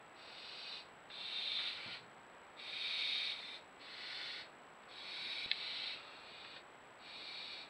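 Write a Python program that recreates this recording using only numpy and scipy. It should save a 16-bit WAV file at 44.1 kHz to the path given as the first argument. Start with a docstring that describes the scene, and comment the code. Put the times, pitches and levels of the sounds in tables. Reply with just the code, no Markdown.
"""Barn owls in a nest box

Barn owls hiss and screech in a wooden box in a quiet loft at night, at times two at once.
Each screech is noise shaped like air in a throat; most swell slowly, and all stop fast.
Feet thump on ringing boards, a bill snaps and talons scratch, all with echoes of the loft.
Behind them are a soft pop, steady microphone noise and the thin whine and buzz of the camera."""
import sys
import numpy as np
from scipy import signal
from scipy.fft import rfft, irfft
from scipy.io import wavfile

SR = 44100
rng = np.random.default_rng(int(sys.argv[2]) if len(sys.argv) > 2 else 0)


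def master_out(mix):
    """Clip the mix to full scale and print it as 16-bit PCM to the path in sys.argv[1]."""
    frames = np.transpose(np.atleast_2d(mix))
    ceiling = np.clip(frames, -1, 1)
    pcm = np.round(ceiling * 32767).astype(np.int16)
    wavfile.write(sys.argv[1], SR, pcm)


N = 339129  # length [samples]

# how each screech is pushed out; the last five run into another one:
# (start [s], length [s], attack [s], time to the crest [s], level at the crest [dB],
#  swell from start to crest [dB], release [s], share of the lower resonances at the crest [dB],
#  rise of that share for each dB of effort under the crest [dB], rush of air [dB],
#  extra treble in the rush [dB])
SCREECHES = [(0.139, 0.64, 0.062, 0.71, -50.5, 12.5, .11, -5, 0.17, -9, 4.5),
             (1.088, 0.61, 0.028, 0.44, -41, 16, 0.16, -10.5, 0.307, -15, 2),
             (2.56, 0.763, 0.038, 0.54, -40, 16.5, 0.11, -6, 0.18, -15.5, 1.5),
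             (3.786, 0.62, 0.027, 0.45, -48, 14.5, 0.097, -3.5, 0.2535, -5.5, 1.5),
             (4.87, 0.59, 0.043, .48, -45.5, 16, 0.018, -4.5, 0, -10, 2.5),
             (6.97, 0.66, 0.094, .43, -50, 12, 0.095, -5.5, 0.38, -11.5, 3.5),
             (1.574, 0.38, .025, 0.18, -52, -1.3, .1, -0.5, 0, -10.5, 2),
             (3.352, 0.21, .025, 0.16, -52, -0.5, 0.077, -4, 0, -14, 7),
             (5.464, 0.46, .01, 0.35, -45, 7, 0.12, -6, 0.3658, -10, -1),
             (5.94, 0.28, 0.023, .1, -61.5, -0.1, 0.17, 1.5, 0, -7, 4),
             (6.219, 0.36, .05, .3, -57.5, 3.5, 0.058, -2.5, 0.17, -6, -1)]
# resonances of throat and box, one list a screech, as each bird sits and gapes differently:
# (frequency [Hz], width [Hz], level [dB])
THROAT_RESONANCES = [
    [(2520, 60, -3), (2950, 120, -4), (3660, 120, 1.5), (3990, 20, 6.5), (4170, 51, 0.5), (4520, 42, 1.5),
     (4740, 50, -2), (5310, 280, -13.5)],
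    [(2210, 28, -19), (2400, 320, -10), (2730, 24, -5.5), (3180, 46, -6.5), (3667, 130, 1), (4056, 41, 1),
     (4270, 49, -21)],
    [(2376, 210, -5.5), (2890, 50, -18), (3260, 15, -9), (3710, 120, -3), (4310, 95, -13.5),
     (5230, 27, -27), (5960, 190, -38)],
    [(1464, 48, 1), (2020, 240, 1), (2324, 25, 2.5), (2700, 59, -5), (2880, 150, -3.5), (3200, 21, -17),
     (3540, 85, -2), (3830, 28, -15), (4250, 18, 0), (4430, 97, -2), (4760, 42, -4.5), (5200, 280, -16)],
    [(1454, 32, -11), (2365, 200, -2), (3110, 110, -21), (3600, 23, -12), (3850, 120, 1), (4530, 28, -10),
     (5240, 66, -18), (5100, 40, -13)],
    [(2080, 41, -10), (2374, 99, -3), (2910, 110, -10), (3810, 170, 0), (4330, 100, -1), (4580, 32, -1),
     (4870, 40, -14), (5390, 68, -17)],
    [(1430, 37, -6), (2020, 140, -8.5), (2360, 100, -3), (2680, 37, -5), (3010, 74, -3), (4040, 45, -4),
     (4230, 40, -6), (4680, 65, -16)],
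    [(2070, 110, -10), (2364, 62, -8), (3120, 34, -8), (3585, 37, 2), (3790, 47, 0), (4100, 64, -4),
     (4300, 76, -14)],
    [(2070, 91, -11), (2300, 82, -6), (2630, 19, -4), (2900, 85, -8.5), (3040, 57, -8), (3730, 57, -1.5),
     (4100, 95, -1), (5100, 49, -24), (5400, 130, -22)],
    [(1300, 100, -4), (2470, 45, -2.5), (2740, 29, -2), (3250, 31, -1), (3460, 33, 3), (3800, 63, 1),
     (4270, 42, -6)],
    [(2460, 77, 0), (2860, 23, -1), (3480, 26, 4), (3740, 130, 0), (4360, 36, -5)],
]


def owls():
    """All screeches, each sounding through its own resonances of throat and box."""
    out = np.zeros(N)
    for row, throat in zip(SCREECHES, THROAT_RESONANCES):
        start, sound = screech(row, throat)
        add(out, start, sound)
    return out


# broad rush of air under the resonances of every screech: (frequency [Hz], level [dB])
AIR_RUSH = [(600, -28), (1200, -12.5), (1450, -7.5), (1750, -10.5), (2350, -4), (2900, -4.5), (3700, 3.5),
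            (4400, 1.5), (5150, -16.5), (5450, -20), (6000, -27.5), (6800, -35.5), (9900, -31),
            (11200, -47.5), (14500, -54)]


def screech(row, throat):
    """Turbulent air sounds the throat; resonances stand out as effort grows; the jet rasps and trembles."""
    split_hz, treble_hz = 2900, 5000  # lower from upper resonances; start of the extra treble
    slack = 0.1  # power of the resonances in a slack throat, as a share of a tense one
    focus = 0.29  # dB of tension lost for each dB of effort under its highest
    rasp, rasp_hz = 0.033, 190  # depth and speed of the rough flutter
    tremor_db, tremor_hz = 0.06, 28  # depth and speed of the slower tremble
    (start, length, attack_s, crest_s, crest_db, swell_db, release_s,
     share_db, lead, rush_db, treble_db) = row

    t, effort_db = effort(length, crest_s, swell_db, release_s)
    lower_db = share_db - lead * effort_db
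    hz = np.fft.rfftfreq(len(t), 1 / SR)

    # steep-sided resonances stand on the broad rush
    peaks = sum(amp(db) ** 2 / (1 + ((hz - f) / width) ** 2) ** 2 for f, width, db in throat)
    rush_gain = amp(rush_db + treble_db * (hz > treble_hz))
    rush = rush_gain * spectrum(AIR_RUSH, hz) * box_echoes(hz)

    def jet(colour):
        """Air noise in the upper resonances, plus a changing share of the lower ones."""
        upper = noise(len(t), lambda hz: colour * (hz >= split_hz))
        lower = noise(len(t), lambda hz: colour * (hz < split_hz))
        return upper + amp(lower_db) * lower

    # a slack throat gives a plain hiss, a tense one a ringing screech
    tension = np.clip(amp(focus * (effort_db - effort_db.max())), 0, 1)
    ringing = jet(np.sqrt(peaks + rush ** 2))
    hissing = jet(np.sqrt(slack * peaks + rush ** 2))
    voice = tension * ringing + np.sqrt(1 - tension ** 2) * hissing

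    flutter = 1 + rasp * noise(len(t), lambda hz: np.exp(-(hz / rasp_hz) ** 2))
    tremor = tremor_db * noise(len(t), lambda hz: np.exp(-(hz / tremor_hz) ** 2))
    fade_in = np.minimum(t / attack_s, 1)
    loudness = amp(crest_db + effort_db + tremor)
    return start, fade_in * loudness * flutter * voice


RELEASE_DB = 27.5  # fall of the effort over one release time


def effort(length, crest_s, swell_db, release_s):
    """A push of air follows an arch around its crest, then stops fast; gives time and dB beside the crest."""
    t = np.arange(0, length + 2 * release_s, 1 / SR)
    arch = swell_db * (1 - np.minimum(t, length) / crest_s) ** 2
    release = RELEASE_DB * np.maximum(t - length, 0) / release_s
    return t, -arch - release


def box_echoes(hz, count=10, echo=0.23):
    """First echoes off the box walls add to the sound or cancel it, leaving a comb of ridges over pitch."""
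    delay_s = rng.uniform(0.00099, 0.012, count)
    size = echo * rng.choice([-1., 1.], count)
    comb = abs(1 + np.exp(-2j * np.pi * hz[:, None] * delay_s) @ size)
    return comb / np.sqrt(1 + count * echo ** 2)


# bill snap, with a faint click before it and its first echoes off the box: (time [s], level [dB])
BILL_SNAPS = [(5.5135, -46), (5.5151, -23), (5.5170, -42), (5.519, -43), (5.5213, -40)]
# ring of the bill when it snaps: (frequency [Hz], level [dB], time to fall by 60 dB [s])
BILL_RING = [(1780, -13.5, 0.036), (2200, -4, 0.018), (2630, -5, 0.014), (3490, 4, 0.0093),
             (3990, -1, 0.013), (3830, -7, 0.02)]


def bill():
    """A hard, very short clack: the struck bill rings in a few tones that die at once."""
    out = np.zeros(N)
    for s, db in BILL_SNAPS:
        add(out, s, amp(db) * ring(BILL_RING))
    return band(out, 1680, 5000, order=7)


# feet landing on the box: (time [s], level [dB])
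FOOTSTEPS = [(1.863, -53.5), (1.872, -61), (1.884, -54.5), (1.911, -61), (2.016, -61)]
# ring of the box boards: (frequency [Hz], level [dB], time to fall by 60 dB [s])
BOARD_RING = [(123, -3, 0.24), (171, 1, 0.082), (251, -4, .08), (360, -0.5, 0.048), (503, 0.5, 0.066),
              (686, 0, .045), (910, -2, 0.042)]
# talons scratching wood: (time [s], level [dB], time to fall by 60 dB [s])
TALON_SCRATCHES = [(1.102, -47, 0.028), (1.59, -48.5, 0.31), (4.834, -58.5, .06), (6.448, -47.5, 0.049),
                   (6.564, -50, 0.056)]
# colour of a talon scratch: (frequency [Hz], level [dB])
SCRATCH_COLOUR = [(300, -10), (1000, -5), (1800, 1), (3200, -3), (4400, -7), (6000, -28)]


def feet():
    """Steps ring the boards; talons leave short dry scratches of fading noise."""
    out = np.zeros(N)
    for s, db in FOOTSTEPS:
        add(out, s, amp(db) * ring(BOARD_RING))
    t = np.arange(SR // 8) / SR
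    for s, db, t60 in TALON_SCRATCHES:
        scrape = noise(len(t), lambda hz: spectrum(SCRATCH_COLOUR, hz))
        add(out, s, amp(db - 60 * t / t60) * scrape)
    return band(out, 100, 5500, order=4)


def loft(x, wet_db, t60=0.2):
    """Box, rafters and roof scatter the sound into many echoes, which fall by 60 dB in t60 seconds."""
    t = np.arange(SR // 2) / SR
    signs = rng.choice([-1., 1.], len(t))
    chosen = rng.random(len(t)) < 2500 / SR  # about 2500 echoes a second
    taps = signs * chosen * (t > .003)
    tail = taps * amp(-60 * t / t60)
    echoes = signal.fftconvolve(x, tail / np.linalg.norm(tail))[:N]
    return x + amp(wet_db) * echoes


# a soft low pop: (time [s], level [dB])
SOFT_POP = (5.462, -37)


def pop():
    """One pulse that rises and falls evenly within about a millisecond."""
    t = np.arange(N) / SR
    pop_s, pop_db = SOFT_POP
    return amp(pop_db) * np.exp(-abs(t - pop_s) / 0.00023)


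# colour of the steady microphone noise: (frequency [Hz], level [dB])
FLOOR_COLOUR = [(25, -22), (70, -14), (150, -8.5), (300, -5.5), (500, -3.5), (800, -2), (1100, -4),
                (1500, -5.5), (2000, -8.5), (3000, -14.5), (4100, -22.5), (5000, -34), (6000, -47),
                (7200, -54)]
FLOOR_DB = -58.5


def microphone_noise():
    """Steady noise with little treble, plus a much fainter hiss that is even up to about 12.5 kHz."""
    hiss_db, hiss_hz = -88.5, 12500
    floor = amp(FLOOR_DB) * noise(N, lambda hz: spectrum(FLOOR_COLOUR, hz))
    hiss = amp(hiss_db) * noise(N, lambda hz: 1 / (1 + (hz / hiss_hz) ** 14))
    return floor + hiss


WHINE_HZ, FRAME_HZ = 7796.2, 29.74  # pitch of the whine; picture frames a second


def camera_whine():
    """A thin tone flips its phase twice in each picture frame; a tick at every flip makes a faint buzz."""
    whine_db, octave_db = -74.5, -95
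    lopsided = 0.24  # makes the tone stronger in one half of the frame than in the other
    tick_db, tick_hz = -51, 5000  # tick level before its band is cut out
    t = np.arange(N) / SR
    flips = np.sign(np.sin(2 * np.pi * FRAME_HZ * (t - .0135)))
    turn = 2 * np.pi * WHINE_HZ * t
    whine = amp(whine_db) * (flips + lopsided) * np.sin(turn)
    octave = amp(octave_db) * np.sin(2 * turn)
    ticks = abs(np.gradient(flips))
    buzz = amp(tick_db) * band(ticks, tick_hz / 2, 1.21 * tick_hz, order=2)
    return whine + octave + buzz


def amp(db):
    """Decibels to gain."""
    return 10 ** (np.asarray(db) / 20)


def unit(x):
    """Scales to rms 1."""
    return x / np.sqrt(np.mean(x ** 2) + 1e-20)


def spectrum(points, hz):
    """Gain read from a (frequency [Hz], level [dB]) table, with straight lines over log frequency."""
    f, db = np.transpose(points)
    return amp(np.interp(np.log(hz + 1), np.log(f + 1), db))


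def noise(size, colour):
    """Noise of rms 1 whose spectrum follows the function colour(Hz)."""
    white = rfft(rng.standard_normal(size))
    return unit(irfft(white * colour(np.fft.rfftfreq(size, 1 / SR)), size))


def add(mix, s, sound):
    """Mixes a sound in at time s [s]."""
    part = mix[round(s * SR):][:len(sound)]
    part += sound[:len(part)]


def ring(modes):
    """A struck object shakes in several tones, each dying away at its own pace."""
    t = np.arange(SR // 4) / SR
    return sum(amp(db - 60 * t / t60) * np.sin(2 * np.pi * hz * t) for hz, db, t60 in modes)


def band(x, low_hz, high_hz, order):
    """Keeps one band, without delaying it."""
    sos = signal.butter(order, [low_hz, high_hz], btype="band", fs=SR, output="sos")
    return signal.sosfiltfilt(sos, x)


def scene():
    """The birds in the loft, heard by one small microphone; the bill snaps in the open, so it is drier."""
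    birds = loft(owls() + feet(), wet_db=-11.5)
    snap = loft(bill(), wet_db=-17.5)
    background = pop() + microphone_noise() + camera_whine()
    return (birds + snap + background)[None]


EDGE_HZ = 15750  # top edge of the treble


def record(dry):
    """A steep low-pass leaves no treble above about 15.75 kHz."""
    lowpass = signal.firwin(1023, EDGE_HZ, window=("kaiser", 9), fs=SR)
    return signal.oaconvolve(dry, lowpass[None], "same")


dry = scene()
out = record(dry)
master_out(out)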